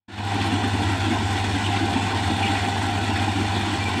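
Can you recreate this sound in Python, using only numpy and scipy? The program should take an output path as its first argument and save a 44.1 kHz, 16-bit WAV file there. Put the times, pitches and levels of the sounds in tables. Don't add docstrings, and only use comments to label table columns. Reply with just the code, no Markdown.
import sys
import numpy as np
from scipy import signal
from scipy.fft import rfft, irfft, next_fast_len
from scipy.io import wavfile
from scipy.ndimage import uniform_filter1d, map_coordinates

SR = 44100
rng = np.random.default_rng(int(sys.argv[2]) if len(sys.argv) > 2 else 0)


def persist_wave(psi):
    counts = np.round(np.clip(psi, -1, 1) * 32767).astype(np.int16)
    wavfile.write(sys.argv[1], SR, np.atleast_2d(counts).T)


N = 176400
TIME = np.arange(N) / SR


def amp(db):
    return 10 ** (np.asarray(db) / 20)


def unit_rms(x):
    return x / np.sqrt(np.mean(x ** 2) + 1e-20)


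def curve(rows):
    return np.interp(TIME, *np.transpose(rows))


def wobble(rate):
    return map_coordinates(rng.standard_normal(N // 20), [TIME * rate + 2], mode="wrap")


def filtered(x, response):
    size = next_fast_len(N + SR // 2)
    return irfft(rfft(x, size) * response(np.fft.rfftfreq(size, 1 / SR)), size)[:N]


def coloured(x, spectrum):
    points_hz, db = np.transpose(spectrum)
    return unit_rms(filtered(x, lambda hz: amp(np.interp(np.log(hz + 1), np.log(points_hz), db))))


def noise(spectrum):
    return coloured(rng.standard_normal(N), spectrum)


def tone(hz):
    return np.sqrt(2) * np.sin(2 * np.pi * (np.cumsum(hz) / SR + rng.random()))


def blows(rows, rise_s, fall_s):
    return sum(amp(db) * np.exp(-np.where(TIME < s, ((TIME - s) / rise_s) ** 2, (TIME - s) / fall_s))
               for s, db in rows)


def impacts(rate, spread_db, fall_s):
    hits = (rng.random(N) < rate / SR) * amp(spread_db * np.clip(rng.standard_normal(N), -2, 2))
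    power = signal.lfilter([1], [1, -np.exp(-2 / (fall_s * SR))], hits ** 2)
    return np.sqrt(power) * rng.standard_normal(N)


# time in seconds, firing rate in Hz.
FIRING_RATE = [(0, 101.3), (.9, 99.7), (1.4, 100), (2.1, 100.3), (2.6, 99.24), (4, 99.04)]
# multiple of the firing rate, relative level in dB.
FIRING_ORDERS = [(.5, -51.5), (1, -27), (2, -45.5), (3, -48.5)]
# time in seconds, gain in dB.
DRONE_GAIN = [(0, 0.5), (.5, -0.5), (1.3, 0.8), (2.1, -1.5), (2.8, -1.5), (3.3, 0), (4, -3)]
# frequency in Hz, relative level in dB.
EXHAUST_SPECTRUM = [(20, -22), (40, -14), (65, -14), (85, 11.5), (100, 1), (125, -5.5), (170, -12.5),
                    (300, -39), (900, -120)]

def diesel(shaft_hz=85.4):
    firing_hz = curve(FIRING_RATE) + 0.25 * wobble(7.28)
    drone = sum(amp(db + 0.61 * wobble(6.7)) * tone(order * firing_hz) for order, db in FIRING_ORDERS)
    shaft = amp(-43 + 0.52 * wobble(2.65)) * tone(shaft_hz + 0.35 * wobble(2.8))
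    exhaust = amp(-34.5) * noise(EXHAUST_SPECTRUM)
    return amp(curve(DRONE_GAIN)) * drone + shaft + exhaust


# multiple of the mesh rate, relative level in dB.
MESH_HARMONICS = [(9, -49), (10, -40.5), (11, -35.5), (12, -61), (19, -50.5), (20, -54), (21, -49),
                  (27, -50.5)]
# time in seconds, gain in dB.
WHINE_GAIN = [(0, -7), (.4, -1.5), (.6, -0.5), (1, -0.5), (1.5, -5.5), (1.8, 2), (2.1, -3), (2.4, 1.5),
              (2.95, 2.5), (3.2, 1), (3.38, -8), (3.55, -0.5), (4, -1)]
MESH_HZ = 72.05

def gear_drive(flutter_db=3.5, waver_hz=2):
    mesh_hz = MESH_HZ * (1 + 0.0011 * wobble(6))
    whine = sum(amp(db + flutter_db * wobble(25.98)) * tone(k * mesh_hz + waver_hz * wobble(60))
                for k, db in MESH_HARMONICS)
    return amp(curve(WHINE_GAIN)) * whine


# frequency in Hz, width in Hz, relative level in dB.
TROUGH_MODES = [(203.2, 44.8, -5), (252.8, 64.5, 4), (303.4, 55, 6)]
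# peak time in seconds, relative level in dB.
CHAIN_THUDS = [(0.354, -21), (0.42, -28), (0.468, -23.5), (0.541, -21), (0.632, -24), (0.769, -26),
               (0.83, -22), (0.911, -23.5), (0.974, -36), (1.062, -19), (1.12, -19), (1.406, -31),
               (1.47, -36), (1.555, -19.5), (1.695, -22), (1.828, -18.5), (1.966, -20.5), (2.238, -27),
               (2.312, -28), (2.503, -22), (2.849, -21.5), (2.915, -26), (3.01, -30), (3.107, -23.5),
               (3.229, -25), (3.285, -21.5), (3.369, -26), (3.42, -21), (3.555, -28), (3.609, -25),
               (3.675, -23), (3.739, -23.5)]
LINK_CLANKS = [(0.318, -24), (0.619, -36), (1.135, -24), (1.165, -22), (1.382, -25), (1.6, -28),
               (1.704, -30), (1.768, -24), (1.961, -24), (2.075, -23), (2.138, -20), (2.282, -25),
               (2.418, -25), (2.49, -33), (2.559, -25.5), (2.69, -25), (2.77, -25.5), (2.956, -28),
               (3.108, -25), (3.2, -36), (3.285, -23.5)]
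# frequency in Hz, relative level in dB.
RUMBLE_SPECTRUM = [(20, -45), (100, -11), (150, -9), (200, 1), (260, 1.5), (320, -1.5), (380, -4),
                   (460, -9.5), (550, -18.5), (800, -15), (2500, -120)]
LINK_SPECTRUM = [(100, -60), (450, -45), (570, -16), (660, -8.5), (760, -0.5), (900, -1), (1000, -4),
                 (1090, -9), (1170, -51), (1500, -33), (4000, -120)]
# time in seconds, gain in dB.
RATTLE_GAIN = [(0, -1), (1.2, -1.5), (1.8, -0.65), (2.5, -0.86), (2.9, -2), (4, -0.9)]

def digging_chain(shake_depth=0.21):
    boom = unit_rms(sum(amp(db) * tone(hz + width / 2 * wobble(90)) for hz, width, db in TROUGH_MODES))
    thuds = amp(-5) * blows(CHAIN_THUDS, rise_s=0.017, fall_s=0.038) * boom
    knocks = impacts(rate=200, spread_db=3, fall_s=0.036)
    rumble = amp(-30.5 + 0.43 * wobble(7.3)) * coloured(knocks, RUMBLE_SPECTRUM)
    shake = 1 + shake_depth * tone(np.full(N, MESH_HZ))
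    link_hits = shake * impacts(rate=220, spread_db=0, fall_s=0.018)
    rattle = amp(-32.5 + curve(RATTLE_GAIN) + 0.44 * wobble(26)) * coloured(link_hits, LINK_SPECTRUM)
    clanks = amp(-4) * blows(LINK_CLANKS, rise_s=0.0099, fall_s=0.017) * noise(LINK_SPECTRUM)
    return thuds + rumble + rattle + clanks


def clinks(pitch_hz, log_spread, decay_cycles, spread_db, count):
    starts = (rng.random((count, 1)) * N).astype(int)
    hz = np.clip(pitch_hz * np.exp(log_spread * rng.standard_normal((count, 1))), 500, SR / 2)
    strength = amp(spread_db * np.clip(rng.standard_normal((count, 1)), -2, 2))
    age = np.arange(SR // 40)
    cycles = hz * age / SR
    rings = strength * np.sin(2 * np.pi * cycles) * np.exp(-cycles / decay_cycles)
    return unit_rms(np.bincount((starts + age).ravel(), rings.ravel(), N)[:N])


def patchy(x, depth_db):
    bands = signal.stft(x, nperseg=1024)[2]
    swell = uniform_filter1d(rng.standard_normal(bands.shape), size=2, axis=0)
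    swell = unit_rms(uniform_filter1d(swell, size=7, axis=1))
    return unit_rms(signal.istft(bands * amp(depth_db * swell), nperseg=1024)[1][:N])


# frequency in Hz, relative level in dB.
STONE_SPECTRUM = [(300, -52), (600, -13.5), (1050, -2.5), (1200, -8), (1500, -0.5), (1750, -3.5),
                  (1950, -1), (2150, -6.5), (2400, -2), (2650, -4.5), (2950, -3), (3170, -7), (3470, -1),
                  (3900, -9.5), (4400, -7.5), (4780, -15.5), (5300, -13), (5600, -16), (6600, -17.5),
                  (8000, -16), (9200, -22), (9900, -30), (10800, -34.5), (11600, -35), (13000, -40),
                  (15500, -39.5)]
# time in seconds, treble gain in dB.
HISS_GAIN = [(0, -5), (.6, -1), (1.15, .5), (1.55, 1), (2, -1), (2.52, 1.5), (2.9, 0), (3.2, .5), (4, -1)]

def ballast(hiss_above_hz=5500):
    stones = clinks(pitch_hz=3786, log_spread=0.65, decay_cycles=72, spread_db=5, count=5000)
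    wash = patchy(impacts(rate=1500, spread_db=1, fall_s=0.012), depth_db=2.1)
    flow = amp(-40) * coloured(stones, STONE_SPECTRUM) + amp(-29.5) * coloured(wash, STONE_SPECTRUM)
    hiss = filtered(flow, lambda hz: hz ** 4 / (hz ** 4 + hiss_above_hz ** 4))
    flow = flow - hiss + amp(curve(HISS_GAIN)) * hiss
    return amp(curve(RATTLE_GAIN) + 0.4 * wobble(12)) * flow


# peak time in seconds, level in dB.
GRIT_TICKS = [(.35, -55), (.418, -54), (.464, -45), (.678, -50), (.837, -51), (1.567, -55), (1.912, -49),
              (2.036, -56), (2.112, -54), (3.04, -48), (3.222, -53)]
# frequency in Hz, relative level in dB.
CHIP_SPECTRUM = [(2000, -20), (6000, -26), (9000, 14), (12000, 1), (16000, -14)]
PATTER_SPECTRUM = [(1000, -50), (5000, -14), (8500, 5), (10500, -11), (11700, -2), (12600, -19),
                   (16000, -26)]

def grit():
    patter = amp(-57) * coloured(impacts(rate=70, spread_db=4, fall_s=0.005), PATTER_SPECTRUM)
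    chips = coloured(impacts(rate=1400, spread_db=5, fall_s=0.0014), CHIP_SPECTRUM)
    return blows(GRIT_TICKS, rise_s=0.0045, fall_s=0.013) * chips + patter


# peak time in seconds, level in dB, middle pitch in Hz,
# log spread of the pitch, decay in seconds.
STONE_SCRAPES = [(0.418, -30.5, 3000, 0.217, 0.038), (0.635, -33, 1700, 0.13, 0.052),
                 (1.122, -30, 1990, 0.15, 0.02), (1.657, -28, 3150, 0.086, 0.027),
                 (1.769, -30, 2700, .25, 0.012), (2.437, -27.5, 2580, 0.057, .024),
                 (2.465, -25, 2670, 0.15, .022), (2.558, -29.5, 2090, .22, 0.045),
                 (3.104, -31, 2800, 0.0081, .022), (3.168, -30, 2455, 0.25, .04),
                 (3.566, -32.5, 3520, 0.043, .02)]

def scrapes():
    return sum(blows([(peak_s, db)], rise_s=0.014, fall_s=decay_s)
               * clinks(hz, log_spread, decay_cycles=15, spread_db=3, count=2500)
               for peak_s, db, hz, log_spread, decay_s in STONE_SCRAPES)


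# start in seconds, length in seconds, level in dB.
SQUEAL_BURSTS = [(3.808, .03, -31.5), (3.853, 0.038, -29), (3.91, 0.088, -40)]

def squeal(pitch_hz=2350, waver_hz=21.8):
    envelope = np.zeros(N)
    for start_s, length_s, db in SQUEAL_BURSTS:
        progress = np.clip((TIME - start_s) / length_s, 0, 1)
        envelope += amp(db) * np.sqrt(abs(np.sin(np.pi * progress)))
    return envelope * tone(pitch_hz + waver_hz * wobble(250))


def scene():
    return (diesel() + gear_drive() + digging_chain() + ballast() + grit() + scrapes() + squeal())[None]


def record(dry, open_s=0.078, gate_s=0.0077, fade_s=0.26, top_hz=15550):
    elapsed = TIME - open_s
    gate = np.clip(elapsed / gate_s, 0, 1) ** 2
    first_gain, leak = amp(-20.5), amp(-73)
    fade = first_gain + (1 - first_gain) * np.clip(elapsed / fade_s, 0, 1) ** 1.14
    return filtered(dry[0] * (gate * fade + leak), lambda hz: hz < top_hz)[None]


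dry = scene()
out = record(dry)
persist_wave(out)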